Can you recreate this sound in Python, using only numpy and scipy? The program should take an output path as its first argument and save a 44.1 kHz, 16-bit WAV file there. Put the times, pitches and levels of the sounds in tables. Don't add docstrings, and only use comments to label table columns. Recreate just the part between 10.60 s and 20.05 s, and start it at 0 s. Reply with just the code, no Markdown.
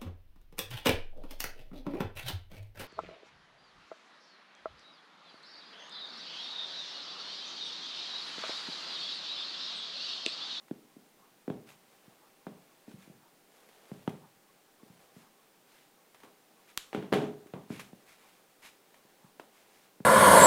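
import sys
import numpy as np
from scipy import signal
from scipy.fft import rfft, irfft, next_fast_len
from scipy.io import wavfile
from scipy.ndimage import map_coordinates

SR = 44100
rng = np.random.default_rng(int(sys.argv[2]) if len(sys.argv) > 2 else 0)


def store_pcm(level_fs):
    pcm = np.round(np.clip(level_fs, -1, 1) * 32767).astype(np.int16)
    wavfile.write(sys.argv[1], SR, np.atleast_2d(pcm).T)


N = 416744
TAIL = 32768
TIME = np.arange(N) / SR
TAIL_TIME = np.arange(TAIL) / SR
TAIL_HZ = np.fft.rfftfreq(TAIL, 1 / SR)


def amp(db):
    return 10 ** (np.asarray(db) / 20)


def unit(x):
    return x / np.sqrt(np.mean(x ** 2) + 1e-20)


def along(points, hz):
    point_hz, value = np.transpose(points)
    return np.interp(np.log(hz + 1), np.log(point_hz + 1), value)


def add(track, start_s, sound):
    start = round(start_s * SR)
    track[start:start + len(sound)] += sound[:N - start]


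def wobble(rate_hz):
    knots = rng.standard_normal(int(N * rate_hz / SR) + 4)
    return map_coordinates(knots, [TIME * rate_hz])


def filtered(x, response):
    size = next_fast_len(len(x) + TAIL)
    spectrum = rfft(x, size) * response(np.fft.rfftfreq(size, 1 / SR))
    return irfft(spectrum, size)[:len(x)]


def noise(spectrum, grain_db=0):
    white = rng.standard_normal(N) * amp(grain_db * wobble(900))
    return unit(filtered(white, lambda hz: amp(along(spectrum, hz))))


def beats(first_s, period_s, width_s):
    offset = (TIME - first_s + period_s / 2) % period_s - period_s / 2
    return np.exp(-(offset / width_s) ** 2)


# (frequency [Hz], relative density [dB per Hz])
HISS_COLOUR = [(25, -9.5), (65, -52), (100, -13.5), (180, -2), (420, -1.5), (1000, -7.5), (2400, -11.5),
               (6700, -16.5), (8800, -16), (9500, -15.5), (10500, -18.5), (15200, -16.5), (16000, -20.5)]
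# (frequency [Hz], level [dB rms])
STEADY_TONES = [(790, -79.5), (15000, -81.5)]


def background(hiss_db=-65, whine_db=-73, tick_db=-66):
    hiss = amp(hiss_db) * noise(HISS_COLOUR)
    tones = sum(amp(db) * np.sqrt(2) * np.sin(2 * np.pi * hz * TIME) for hz, db in STEADY_TONES)

    whine_band = noise([(980, -45), (1080, 0), (1120, 0), (1230, -45)])
    whine_level = amp(whine_db + 2.5 * wobble(2))
    whine = whine_level * beats(first_s=.03, period_s=.298, width_s=.027) * whine_band

    tick_band = noise([(500, -40), (850, -2), (950, 0), (1200, -5), (1700, -17), (3000, -40)])
    tick = amp(tick_db) * beats(first_s=.65, period_s=1, width_s=.042) * tick_band
    return hiss + tones + whine + tick


# (frequency [Hz], relative level [dB])
ROOM_COLOUR = [(50, -4.5), (150, -7), (400, -2.5), (1000, -4), (2000, -3.5), (3400, 3), (5000, -0.5),
               (8000, 1), (11000, 1.5), (15000, -0.5)]
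# (frequency [Hz], t60 [s])
ROOM_DECAY = [(100, 0.65), (260, 0.39), (700, 0.47), (1840, 0.38), (3500, 0.3), (6000, 0.41), (14000, 0.32)]


def room(build_s=0.0005):
    hz, t, bins = signal.stft(rng.standard_normal(TAIL), SR, nperseg=256)
    decay_db = 60 * t / along(ROOM_DECAY, hz)[:, None]
    fade = amp(along(ROOM_COLOUR, hz)[:, None] - decay_db)
    tail = signal.istft(bins * fade, SR, nperseg=256)[1][:TAIL]
    tail = tail * (1 - np.exp(-TAIL_TIME / build_s))
    return tail / np.linalg.norm(tail)


def strokes(table):
    skew, swell = 0.69, 1.03
    level = np.zeros(N)
    for start_s, length_s, db in table:
        progress = np.linspace(0, 1, max(round(length_s * SR), 2))
        speed = np.abs(np.sin(np.pi * progress ** skew))
        add(level, start_s, amp(db) * speed ** swell)
    return level


# (frequency [Hz], relative density [dB per Hz])
RUSTLE_COLOUR = [(200, -24), (420, 4.5), (850, -0.5), (1400, -5), (3200, -8.5), (5500, -14), (12000, -15.5),
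                 (16000, -29)]
# (start [s], length [s], level [dB])
LEG_MOVES = [(1.15, 0.76, -69), (1.8, .9, -70), (2.85, 0.88, -64.5), (4.17, 0.52, -66.5), (5.3, 1.8, -73),
             (6.7, 1.8, -71), (8.2, 0.75, -73.5), (8.92, 0.3, -68.5)]


def cloth(resting_db=-79.5):
    folds = amp(1.5 * wobble(14)) * noise(RUSTLE_COLOUR, grain_db=3)
    return np.hypot(amp(resting_db), strokes(LEG_MOVES)) * folds


# (start [s], length [s], relative level [dB])
SOLE_SLIDES = [(1.06, 0.095, -61.5), (2.27, .09, -67), (2.38, 0.12, -64), (4.53, 0.16, -66),
               (5.05, 0.26, -67), (5.59, 0.074, -73), (5.94, 0.17, -73), (6.07, 0.076, -63.5),
               (7.09, 0.13, -54.5), (7.19, 0.039, -53), (7.46, .11, -61), (7.53, 0.34, -66.5),
               (8.018, .095, -54.5), (8.92, 0.14, -66), (9.08, 0.26, -66.5)]
# (frequency [Hz], relative density [dB per Hz])
SCUFF_COLOUR = [(300, -6.5), (700, 0), (1300, 2), (2100, -2), (3400, -2), (4600, -4.5), (8500, -7.5),
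                (13000, -11.5), (16000, -24)]


def scuffs(level_db=-1, room_db=-6):
    chatter_hz, chatter_q = 2260, 4.2
    chatter_db, chatter_growth = -50.5, 1.39
    stroke = strokes(SOLE_SLIDES)
    grip = amp(0.85 * wobble(140))
    rub = amp(level_db) * stroke * unit(grip * noise(SCUFF_COLOUR, grain_db=2.5))

    def tread_resonance(hz):
        band = 1j * hz * chatter_hz / chatter_q
        return band / (chatter_hz ** 2 - hz ** 2 + band)

    ring = unit(filtered(grip * noise(SCUFF_COLOUR, grain_db=3.5), tread_resonance))
    drag = (stroke / stroke.max()) ** chatter_growth
    slide = rub + amp(chatter_db) * drag * ring
    return slide + amp(room_db) * signal.fftconvolve(slide, room())[:N]


def causal(spectrum):
    cepstrum = irfft(np.log(amp(along(spectrum, TAIL_HZ))))
    cepstrum[1:TAIL // 2] *= 2
    cepstrum[TAIL // 2 + 1:] = 0
    return np.exp(rfft(cepstrum))


def pulse(response, spread):
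    dispersion = np.exp(-2j * np.pi * abs(spread) * np.sqrt(TAIL_HZ))
    wave = irfft(response * dispersion)[:TAIL // 8]
    return wave / np.abs(wave).max()


def patter(sound, life_s, above_hz):
    burst = rng.standard_normal(TAIL) * amp(-60 * TAIL_TIME / life_s)
    burst = burst / np.linalg.norm(burst)
    treble = TAIL_HZ ** 4 / (TAIL_HZ ** 4 + above_hz ** 4)
    scatter = np.sqrt(1 - treble) + np.sqrt(treble) * rfft(burst)
    return irfft(rfft(sound, TAIL) * scatter)[:len(sound)]


def with_tail(contact, tail, life_s, above_hz):
    direct = np.pad(patter(contact, life_s, above_hz), (0, len(tail) - 1))
    return direct + signal.fftconvolve(contact, tail)


# (time [s], relative level [dB])
SMALL_CONTACTS = [(0.083, -52), (1.072, -53.5), (1.089, -43.5), (1.104, -47.5), (2.315, -50), (3.494, -41),
                  (5.546, -46.5), (5.603, -52.5), (5.634, -45), (5.648, -51), (6.528, -33), (6.541, -29.5),
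                  (6.868, -50.5), (7.196, -34.5), (7.212, -43), (8.049, -45), (8.343, -48), (8.797, -43.5)]


def clicks(level_db=9, room_db=-2):
    track = np.zeros(N)
    colour = [(150, 0), (800, 6.5), (2200, 4), (4500, -7.5), (9000, -11), (16000, -15)]
    tick = pulse(causal(colour), spread=0)
    for time_s, db in SMALL_CONTACTS:
        sound = with_tail(tick, amp(room_db) * room(), life_s=0.029, above_hz=470)
        add(track, time_s, amp(db + level_db) * sound)
    return track


# (frequency [Hz], relative density [dB per Hz])
SNAP_COLOUR = [(300, -9), (700, -15.5), (1100, 0.5), (2400, -2.5), (3500, 2), (5100, -5.5), (7500, -3.5),
               (9800, -8), (11800, -4), (16000, -16)]


def snap(time_s=6.1752, level_db=-15, room_db=-8, beam_hz=6000):
    track = np.zeros(N)
    crack = pulse(causal(SNAP_COLOUR), spread=0.097)
    echo = filtered(room(), lambda hz: 1 / np.sqrt(1 + (hz / beam_hz) ** 2))
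    sound = with_tail(crack, amp(room_db) * echo, life_s=.003, above_hz=14000)
    add(track, time_s, amp(level_db) * sound)
    return track


# (frequency [Hz], mean relative level [dB], t60 [s])
FLOOR_MODES = [(130.5, -9.5, 0.55), (152.5, -3.5, 0.56), (180.3, -7.5, 0.53), (194.4, 2, 0.34),
               (241.5, -8.5, 0.36), (290, -5, 0.16), (312, 2, 0.13), (404, -3.5, 0.61), (419, 5, 0.47),
               (520, -15, 0.43), (640, -4, 0.48), (720, 3.5, 0.25), (776, 5, 0.39), (977, -3, .33),
               (1050, -9, .36), (1230, -17, 0.31), (1427, -1, 0.3), (1540, -11, .28), (1860, -6, 0.29),
               (1920, -6, .27), (2770, -9, .27), (3420, -8, .27)]


def boards():
    hz, db, t60 = np.transpose(FLOOR_MODES)[:, :, None]
    strength_db = rng.normal(0, 1, hz.shape)
    phase = rng.uniform(0, 2 * np.pi, hz.shape)
    decay = amp(db + strength_db - 60 * TAIL_TIME / t60)
    ring = np.sum(decay * np.sin(2 * np.pi * hz * TAIL_TIME + phase), axis=0)
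    return ring / np.linalg.norm(ring)


# (frequency [Hz], level relative to the boom [dB])
SOLE_COLOUR = [(950, -7.5), (2000, -11), (3400, -16.5), (4800, -28), (9000, -35.5), (15000, -44)]


def thud(boom_hz, knock_db, tick_db, spread, q=1.17, low_hz=110):
    hardness = [(950, knock_db), (2000, tick_db)]
    upper = [(hz, db + along(hardness, hz)) for hz, db in SOLE_COLOUR]
    contact = causal([(boom_hz, 0)] + upper)
    s = 1j * TAIL_HZ / (0.8 * boom_hz)
    flex = s * s / (s * s + s / q + 1)
    low = 1j * TAIL_HZ / low_hz
    low_cut = low * low / (low * low + np.sqrt(2) * low + 1)
    return pulse(contact * flex * low_cut, spread)


def blows(table, spread, slap_s, tick_db, air_db, ring_db):
    tick_per_knock = 0.97
    track = np.zeros(N)
    for time_s, db, boom_hz, hard_db, room_db in table:
        tail = amp(room_db) * (amp(air_db) * room() + amp(ring_db) * boards())
        contact = thud(boom_hz, hard_db, tick_db + tick_per_knock * hard_db, spread)
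        add(track, time_s, amp(db) * with_tail(contact, tail, slap_s, above_hz=1230))
    return track


# (time [s], blow level [dB], boom [Hz], hardness offset [dB], relative tail level [dB])
SHOE_LANDINGS = [(6.3295, -29.5, 426, 4, -2), (6.347, -24.5, 318, -5, -1), (6.375, -33, 174, -25, -2.5),
                 (6.425, -34.5, 280, -7, 0), (6.522, -23.5, 208, -18, -1), (6.526, -16, 343, -4, 1),
                 (6.5355, -17.5, 189, -5, -.5), (6.615, -28.5, 275, -11, 5)]


def landing():
    return blows(SHOE_LANDINGS, spread=0.0507, slap_s=0.012, tick_db=-3, air_db=2.5, ring_db=-14.5)


# (time [s], blow level [dB], boom [Hz], hardness offset [dB], relative tail level [dB])
FOOTFALLS = [(.110, -26.5, 280, -18, -12.5), (.364, -43.5, 298, -23, -7), (.878, -25, 324, -14.5, -7.5),
             (.900, -28, 202, -10.5, -6.5), (1.477, -50, 190, -29, -12), (1.8665, -33.5, 220, -5.5, -5),
             (2.278, -40.5, 280, -18.5, -3.5), (2.338, -42.5, 195, -30, -6), (2.474, -46.5, 220, -17, -6),
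             (2.497, -47, 195, -17, -2), (3.315, -33.5, 189, -18.5, -7), (3.476, -21.5, 204, -6.5, -12),
             (4.230, -45, 250, -19, -10.5), (4.298, -48, 177, -29, -9), (4.563, -46.5, 212, -19, -5),
             (5.635, -50, 344, 0, 2.5), (6.858, -44, 380, -12, -11), (6.936, -31, 185, -5, -3.5),
             (7.102, -29, 209, -18.5, -4.5), (7.3295, -41.5, 230, -13, -10.5),
             (8.448, -56.5, 218, -13, -10), (8.641, -51.5, 186, -28, -9), (8.796, -35, 404, 6, -11.5),
             (9.402, -36, 209, -17, -13.5)]


def steps():
    return blows(FOOTFALLS, spread=0.0865, slap_s=0.02, tick_db=-10.5, air_db=5.5, ring_db=-16.5)


def scene():
    small_sounds = cloth() + scuffs() + clicks() + snap()
    return (background() + small_sounds + landing() + steps())[None]


def record(dry, top_hz=15900):
    return filtered(dry[0], lambda hz: hz < top_hz)[None]


dry = scene()
out = record(dry)
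store_pcm(out)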